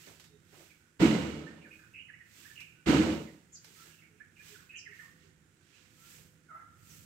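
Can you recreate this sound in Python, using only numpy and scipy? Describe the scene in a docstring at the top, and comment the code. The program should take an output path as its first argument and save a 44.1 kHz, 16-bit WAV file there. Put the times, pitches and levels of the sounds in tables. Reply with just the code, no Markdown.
"""Elephant feeding at a thicket's edge

Two heavy cracks, as of a bough giving way, roll off through the trees: noise bursts with woody ringing.
Foliage swishes, twigs tick and feet scuff, all shaped noise. A songbird, a chipping bird, a dove and far
birds are gliding sines; a far fowl cries once in three hoarse partials. Leaves and trunks scatter the
calls. Under it all: still forest air, a low rumble and a faint distant hum."""
import sys
import numpy as np
from scipy import signal
from scipy.fft import rfft, irfft, next_fast_len
from scipy.io import wavfile

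SR = 44100
rng = np.random.default_rng(int(sys.argv[2]) if len(sys.argv) > 2 else 0)


def waveform_to_disk(signal):
    """Save audio, clipped to [-1, 1], as 16-bit WAV at the path in sys.argv[1]."""
    frames = np.transpose(np.atleast_2d(signal))
    scaled = np.clip(frames, -1, 1) * 32767
    samples = np.round(scaled).astype(np.int16)
    wavfile.write(sys.argv[1], SR, samples)


N = 310935
TIME_S = np.arange(N) / SR


def from_db(db):
    return 10 ** (np.asarray(db) / 20)


def in_time(rows):
    """Per-sample curves from rows of (time_s, values...), joined linearly."""
    times_s, *columns = np.transpose(rows)
    return [np.interp(TIME_S, times_s, column) for column in columns]


def at_hz(points, hz):
    """Read rows of (freq_hz, value) on a log-frequency axis."""
    freqs_hz, values = np.transpose(points)
    return np.interp(np.log(hz + 1), np.log(freqs_hz), values)


def pan(left_db):
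    """Stereo gains for a left-minus-right level."""
    return from_db(np.array([left_db, -left_db]).reshape(2, -1) / 2)


def add(track, start_s, sound):
    start = int(start_s * SR)
    track[..., start:start + sound.shape[-1]] += sound[..., :N - start]


def lowpass(x, cutoff_hz, order):
    return signal.sosfilt(signal.butter(order, cutoff_hz, fs=SR, output="sos"), x + 1e-18)


def drift(rate_hz, size):
    """Smooth random curve, rms 1."""
    knots = rng.standard_normal(size)
    curve = np.interp(np.arange(size) * (rate_hz / SR), np.arange(size), knots)
    return curve / np.sqrt(np.mean(curve ** 2) + 1e-20)


def noise(spectrum, size, grain_db, left_db):
    """Grainy coloured stereo noise, mid rms 1; left_db offsets a mostly right-leaning balance."""
    # freq_hz, left_right_correlation
    coherence = [(60, 1), (300, 0.88), (600, 0.53), (1200, 0.015), (2000, 0.022), (16000, 0.023)]
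    # freq_hz, left_minus_right_db
    balance = [(60, -4.5), (300, -4), (800, -3), (1400, -11.5), (2500, -12.5), (5000, -7), (8000, -5),
               (12000, 0.5)]
    padded = next_fast_len(size)
    hz = np.arange(padded // 2 + 1) * SR / padded
    mid, side = rfft(rng.standard_normal((2, padded)) * from_db(grain_db * drift(900, padded)))
    alike = np.clip(at_hz(coherence, hz), -.99, .99)
    ears = np.sqrt(1 + alike) * mid + np.sqrt(1 - alike) * side * [[1], [-1]]
    gains = pan(at_hz(balance, hz) + left_db)
    out = irfft(ears * gains / np.hypot(*gains) * from_db(at_hz(spectrum, hz)), padded)[:, :size]
    return out / np.std(out.mean(axis=0))


def snaps(events, spectrum, left_db, rise_s, tick):
    """Breaking litter: an optional first tick, then a scatter fading among the leaves."""
    out, t = np.zeros((2, N)), TIME_S[:SR // 2]
    for start_s, level_db, t60_s in events:
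        envelope = np.tanh(t / rise_s) * from_db(-60 * t / t60_s) + tick * np.exp(-t / 0.0052)
        burst = noise(spectrum, len(t), grain_db=0, left_db=left_db)
        add(out, start_s, from_db(level_db) * envelope * burst)
    return out


def whistles(notes, waver, flutter):
    """Gliding sine notes; waver unsteadies the pitch, flutter the strength."""
    out = np.zeros(N)
    for start_s, length_s, mid_hz, glide_oct, level_db in notes:
        u = np.linspace(0, 1, int(length_s * SR))
        hz = mid_hz * 2 ** (glide_oct * (u - .5)) * (1 + waver * drift(700, SR // 4)[:len(u)])
        swell = (4 * u * (1 - u)) ** 0.74 * (1 + flutter * drift(900, SR // 4)[:len(u)])
        add(out, start_s, from_db(level_db) * swell * np.sin(2 * np.pi * np.cumsum(hz) / SR))
    return out


def thicket(x, direct, near_db, near_t60_s, far_db, far_t60_s, left_db):
    """Direct path, scatter from near leaves and echoes from far trunks."""
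    t = TIME_S[:SR]
    leaves = from_db(near_db - 60 * t / near_t60_s) / np.sqrt(near_t60_s)
    trunks = from_db(far_db - 60 * t / far_t60_s) / np.sqrt(far_t60_s)
    build_up = np.tanh(t / 0.0038)
    response = rng.standard_normal((2, SR)) * (leaves + trunks) * build_up * np.sqrt(2 * np.log(1000) / SR)
    response[:, 0] += direct
    return signal.fftconvolve(x[None], response, axes=1)[:, :N] * pan(left_db)


def cracks(boom_rise_s=0.018, splinter_rise_s=0.025, boom_lag_s=.002):
    """A dull boom and a splintering hiss break out together, the hiss building slightly more slowly."""
    # start_s, boom_db, splinter_db, bass_db, boom_db_per_s, splinter_db_per_s, thin_s, extra_db_per_s
    breaks = [(0.993, -20.5, -30.5, 3.5, 56, 57.5, 0.67, 29),
              (2.858, -21, -29.5, 1.5, 40.5, 51.5, 0.27, 76)]
    # freq_hz, density_db
    boom_spectrum = [(35, -40), (60, -29.5), (74, -4), (118, -17), (148, -2), (200, -2.5), (265, -5),
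                     (325, -1), (375, -10.5), (500, -11), (700, -18), (950, -19.5), (1300, -26),
                     (2500, -61)]
    splinter_spectrum = [(500, -24), (950, -7), (1350, 1), (1800, 0), (2250, 3), (2550, -0.5), (2900, 0),
                         (3300, -4), (4300, -6.5), (5200, -10.5), (8000, -12.5), (9600, -28),
                         (12500, -25.5), (16000, -31)]
    out, t = np.zeros((2, N)), TIME_S[:SR + SR // 4]
    for start_s, boom_db, splinter_db, bass_db, boom_fall, splinter_fall, thin_s, extra_fall in breaks:
        thinning_db = extra_fall * np.maximum(t - thin_s, 0)   # late echoes from the trees thin out
        body = [(hz, db + bass_db / (1 + (hz / 150) ** 2)) for hz, db in boom_spectrum]
        boom = noise(body, len(t), grain_db=1.5, left_db=2.46)
        boom *= from_db(boom_db - boom_fall * t - thinning_db)
        splinter = noise(splinter_spectrum, len(t), grain_db=1, left_db=-.3)
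        splinter *= from_db(splinter_db - splinter_fall * t - thinning_db)
        add(out, start_s, splinter * np.tanh(t / splinter_rise_s))
        add(out, start_s + boom_lag_s, boom * np.tanh(t / boom_rise_s))
    return wood_ring(out)


def wood_ring(x):
    """Narrow resonances ring on inside the cracks."""
    # freq_hz, width_hz, gain
    modes = [(145.8, 8.3, .5), (220.4, 14, 0.66), (270, 15, 0.27), (318.6, 7.6, 1.4), (430, 16, 1.2),
             (505, 13, 0.67), (569, 27, .7), (731.3, 16.26, 0.81), (926, 20, 1.1), (1280, 18, 0.8),
             (1450, 18, 0.8), (2880, 35, 0.9)]
    ring = sum(gain * signal.lfilter(*signal.iirpeak(hz, hz / width_hz, fs=SR), x + 1e-18)
               for hz, width_hz, gain in modes)
    return 0.82 * (x + ring)


def throbs(pitch_hz=311):
    """The boom swells for a few cycles at each heavy jolt in a crack."""
    # start_s, length_s, peak_db
    jolts = [(1.019, 0.032, -10.5), (1.044, 0.022, -10.5), (2.895, 0.022, -16.5), (2.942, .015, -15),
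             (2.985, .04, -22), (3.066, 0.071, -31)]
    out = np.zeros(N)
    for start_s, length_s, peak_db in jolts:
        t = TIME_S[:int(length_s * SR)]
        swell = from_db(peak_db) * np.sin(np.pi * t / length_s) ** 2
        add(out, start_s, swell * np.sin(2 * np.pi * pitch_hz * t))
    return out * pan(-1.8)


def foliage(swish_gain_db=8.5, crisp_gain_db=5, skirt_db=8.5):
    """Leaves brush together in rounded swells: a broad swish with a crisp top."""
    # peak_s, rise_s, fall_s, swish_db, crisp_db
    swells = [(.05, 0.091, 0.076, -69, -68), (.595, 0.055, 0.087, -72, -70.5),
              (1.76, 0.072, 0.12, -81, -78.5), (2.41, 0.056, .12, -69, -66.5), (3.16, .08, 0.1, -69.5, -71),
              (3.83, 0.092, 0.083, -70, -67), (4.485, 0.041, 0.084, -67, -66),
              (5.02, 0.063, 0.072, -75, -73.5), (5.24, 0.041, 0.048, -78.5, -88.5),
              (5.789, 0.083, .092, -74.5, -84), (6.134, .085, 0.07, -70.5, -65),
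              (6.938, 0.06, 0.087, -73, -65)]
    # freq_hz, density_db
    swish_spectrum = [(200, -11.5), (350, 4), (600, -14.5), (1000, -5.5), (1500, 2.5), (2600, 6.5),
                      (4000, 1.5), (6000, 0), (8000, -1), (10000, -24.5)]
    crisp_spectrum = [(2500, -13.5), (5000, -1), (8000, 5), (9800, -5), (12800, 1.5), (16000, -2.5)]
    swish_power, crisp_power = np.zeros((2, N))
    for peak_s, rise_s, fall_s, swish_db, crisp_db in swells:
        from_peak = (TIME_S - peak_s) / np.where(TIME_S < peak_s, rise_s, fall_s)
        swell = from_db(-skirt_db * np.minimum(np.hypot(1, from_peak) - 1, 20))
        swish_power += (from_db(swish_db) * swell) ** 2
        crisp_power += (from_db(crisp_db) * swell) ** 2
    swish = np.sqrt(swish_power) * noise(swish_spectrum, N, grain_db=1, left_db=-4.5)
    crisp = np.sqrt(crisp_power) * noise(crisp_spectrum, N, grain_db=1, left_db=-0.5)
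    return from_db(swish_gain_db) * swish + from_db(crisp_gain_db) * crisp


def twigs():
    """Twigs snap with a bright tick."""
    # start_s, level_db, t60_s
    breaks = [(.065, -62, 0.62), (.197, -59.5, 0.34), (.24, -62, 0.29), (2.603, -58.5, 0.24),
              (3.644, -58.5, 0.4), (4.952, -68.5, .12)]
    # freq_hz, density_db
    spectrum = [(400, -7), (1500, 3.5), (5000, 5), (8200, 0.5), (9800, -8), (13000, -3), (16000, -14)]
    return snaps(breaks, spectrum, left_db=0.5, rise_s=0.0012, tick=0.7)


def scuffs():
    """Heavy feet scuff dully in the litter."""
    # start_s, level_db, t60_s
    steps = [(.063, -53.5, 0.38), (.522, -57.5, 0.54), (.595, -55.5, 0.27), (3.85, -61, 0.24),
             (6.17, -69.5, 0.77)]
    # freq_hz, density_db
    spectrum = [(80, -14.5), (220, -5.5), (340, 6.5), (560, -0.5), (800, -4), (1600, -7.5), (2500, -11),
                (5000, -31.5)]
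    return snaps(steps, spectrum, left_db=-0.5, rise_s=0.01, tick=0)


def songbird(clear_above_db=-52, clear_below_hz=2200, tilt_db_per_oct=2, pivot_hz=2496):
    """Strong, low notes pass straight through the bush; leaves scatter all, favouring high ones."""
    # start_s, kind, mid_hz, level_db
    song = [(1.464, "flick", 1785, -43), (1.605, "fall", 2486, -51), (1.645, "fall", 1685, -51.5),
            (1.702, "flick", 2450, -45), (1.783, "fall", 1615, -52), (1.822, "fall", 1532, -53),
            (1.934, "dip", 2605, -41.5), (1.974, "rise", 2753, -40.5), (2.08, "fall", 1860, -47),
            (2.134, "flick", 1943, -47), (2.194, "dip", 1900, -49.5), (2.446, "rise", 1770, -50.5),
            (2.498, "flick", 1750, -48), (2.553, "dip", 2773, -41), (2.582, "rise", 2516, -41.5),
            (3.907, "dip", 2880, -57), (3.971, "dip", 2620, -57), (4.009, "fall", 2200, -53.5),
            (4.177, "fall", 2353, -59), (4.2, "flick", 1714, -44.5), (4.357, "dip", 2480, -51),
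            (4.398, "flick", 1704, -51.5), (4.54, "fall", 1563, -51.5), (4.575, "dip", 1508, -53),
            (4.692, "flick", 2544, -41.5), (4.714, "dip", 1833, -53), (4.736, "rise", 2687, -40.5),
            (4.853, "fall", 1903, -44), (4.908, "fall", 1924, -46), (4.989, "flick", 1800, -43.5),
            (5.015, "fall", 1161, -53)]
    # kind: length_s, glide_oct
    kinds = {"fall": (0.0304, -0.458), "dip": (0.0349, -.19), "rise": (0.0328, .31), "flick": (.022, 0.12)}
    strong, scattered = [], []
    for start_s, kind, mid_hz, level_db in song:
        length_s, glide_oct = kinds[kind]
        note = (start_s, length_s, mid_hz, glide_oct)
        if level_db > clear_above_db and mid_hz < clear_below_hz:
            strong.append((*note, level_db))
        scattered.append((*note, level_db + tilt_db_per_oct * np.log2(mid_hz / pivot_hz)))
    clear = lowpass(whistles(strong, waver=.006, flutter=.15), 2050, order=4)
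    blurred = lowpass(whistles(scattered, waver=.04, flutter=.5), 3050, order=14)
    echoes = thicket(blurred, direct=0.41, near_db=-4, near_t60_s=0.27, far_db=-8, far_t60_s=1, left_db=-7)
    return from_db(-4) * clear * pan(-14.5) + from_db(-2.5) * echoes


def chipping_bird():
    """A small bird's high, rough chips, each two overlapping strokes."""
    # start_s, level_db
    chips = [(3.517, -42.5), (4.753, -43)]
    # delay_s, length_s, mid_hz, glide_oct
    strokes = [(0, 0.0337, 6820, .1), (0.008, .043, 5633, -0.81)]
    notes = [(start_s + delay_s, *stroke, db) for start_s, db in chips for delay_s, *stroke in strokes]
    calls = lowpass(whistles(notes, waver=.09, flutter=.6), 7500, order=12)
    return thicket(calls, direct=0.11, near_db=-8.5, near_t60_s=0.2,
                   far_db=-19.5, far_t60_s=0.65, left_db=-3.5)


def dove(length_s=0.064, glide_oct=-.15):
    """Soft, nearly pure, falling coos."""
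    # start_s, mid_hz, level_db
    coos = [(.3, 424, -60), (3.65, 444, -64), (4.09, 434, -65.5), (4.491, 415, -59.5), (4.87, 408, -62.5),
            (5.219, 389, -64)]
    notes = [(start_s, length_s, hz, glide_oct, db) for start_s, hz, db in coos]
    calls = whistles(notes, waver=.005, flutter=0)
    return thicket(calls, direct=0.42, near_db=-2.5, near_t60_s=0.18,
                   far_db=-14.5, far_t60_s=.8, left_db=-8)


def fowl(rasp_db=-24, waver=.018):
    """One far, nasal, hoarse cry, strongest on its second partial."""
    # time_s, pitch_hz, level_db
    contour = [(6.478, 737, -62.5), (6.494, 721, -44.5), (6.52, 608, -45.5), (6.545, 653, -42.5),
               (6.572, 697.6, -42.5), (6.605, 671, -48), (6.65, 649, -64)]
    # multiple, level_db
    partials = [(1, -24.5), (2, -1), (3, -18)]
    # freq_hz, density_db
    rasp_spectrum = [(300, -29), (520, -10), (900, -2.5), (1300, 2), (1750, 4), (2100, -10), (2800, -27)]
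    pitch_hz, level_db = in_time(contour)
    phase = 2 * np.pi * np.cumsum(pitch_hz * (1 + waver * drift(500, N))) / SR
    voice = sum(from_db(db) * np.sin(multiple * phase) for multiple, db in partials)
    rasp = from_db(rasp_db) * noise(rasp_spectrum, N, grain_db=-7.5, left_db=-7)[1]
    calling = (TIME_S > contour[0][0]) & (TIME_S < contour[-1][0])
    cry = calling * from_db(level_db) * (voice + rasp)
    return thicket(cry, direct=0.32, near_db=-3, near_t60_s=0.31, far_db=-13, far_t60_s=1.85, left_db=-5.5)


def far_birds():
    """Thin, distant whistles."""
    # start_s, length_s, mid_hz, glide_oct, level_db
    notes = [(.17, 0.2, 3720, -.03, -70.5), (.695, 0.027, 2360, -0.25, -58), (.78, 0.13, 1472, -0.057, -72),
             (2.74, 0.076, 1488, .06, -67.5), (3.27, 0.024, 1960, -0.21, -54.5), (3.76, 0.1, 1331, .1, -61),
             (3.83, 0.097, 1660, -0.093, -64), (5.73, .045, 2676, 0.389, -62.5),
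             (5.95, 0.17, 1353, 0.14, -67), (6.89, 0.034, 6100, -0.45, -55.5)]
    calls = whistles(notes, waver=.02, flutter=.3)
    return thicket(calls, direct=0.58, near_db=-5.5, near_t60_s=0.19,
                   far_db=-8.5, far_t60_s=0.96, left_db=-10)


def air(hush_db=-69, waver_db=2.2, hum_follow=.45):
    """Steady forest hush, a low rumble and a far, wavering hum that swells with it."""
    # freq_hz, density_db
    hush_spectrum = [(25, -18.5), (50, -10), (100, 0.5), (190, -6.5), (350, -3), (480, -16.5), (720, -18.5),
                     (1150, -19), (1400, -9), (1800, -11.5), (4500, -24), (7500, -18), (10500, -27.5),
                     (16000, -34)]
    rumble_spectrum = [(30, -25), (65, -9), (100, 2.5), (135, -4.5), (160, 1), (200, -5.5), (400, -23),
                       (900, -51)]
    # time_s, level_db
    rumble_curve = [(0, -69.5), (.58, -66.5), (.85, -80), (2.1, -68.5), (4.0, -70.5), (5.35, -67),
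                    (5.6, -76.5), (6.22, -63), (6.48, -72.5), (7.05, -58.5)]
    # pitch_hz, level_db
    hum_tones = [(158, -72.5), (503, -86)]
    rumble_db, = in_time(rumble_curve)
    swing_db = hum_follow * (rumble_db - rumble_db.mean())
    hum = np.zeros(N)
    for pitch_hz, level_db in hum_tones:
        amplitude = np.sqrt(2) * from_db(level_db + swing_db + waver_db * drift(3.1, N))
        hum += amplitude * np.sin(2 * np.pi * np.cumsum(pitch_hz + 0.5 * drift(7.5, N)) / SR)
    rumble = from_db(rumble_db) * noise(rumble_spectrum, N, grain_db=2, left_db=-5)
    hush = from_db(hush_db) * noise(hush_spectrum, N, grain_db=1.5, left_db=-0.5)
    return hush + rumble + hum * pan(-1.4)


def scene():
    """The elephant at the thicket's edge, the birds within, the air around."""
    elephant = cracks() + throbs() + foliage() + twigs() + scuffs()
    birds = songbird() + chipping_bird() + dove() + fowl() + far_birds()
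    return elephant + birds + air()


def record(dry, cutoff_hz=15750):
    """Steep low-pass."""
    return signal.sosfilt(signal.ellip(12, .1, 80, cutoff_hz, fs=SR, output="sos"), dry)


dry = scene()
out = record(dry)
waveform_to_disk(out)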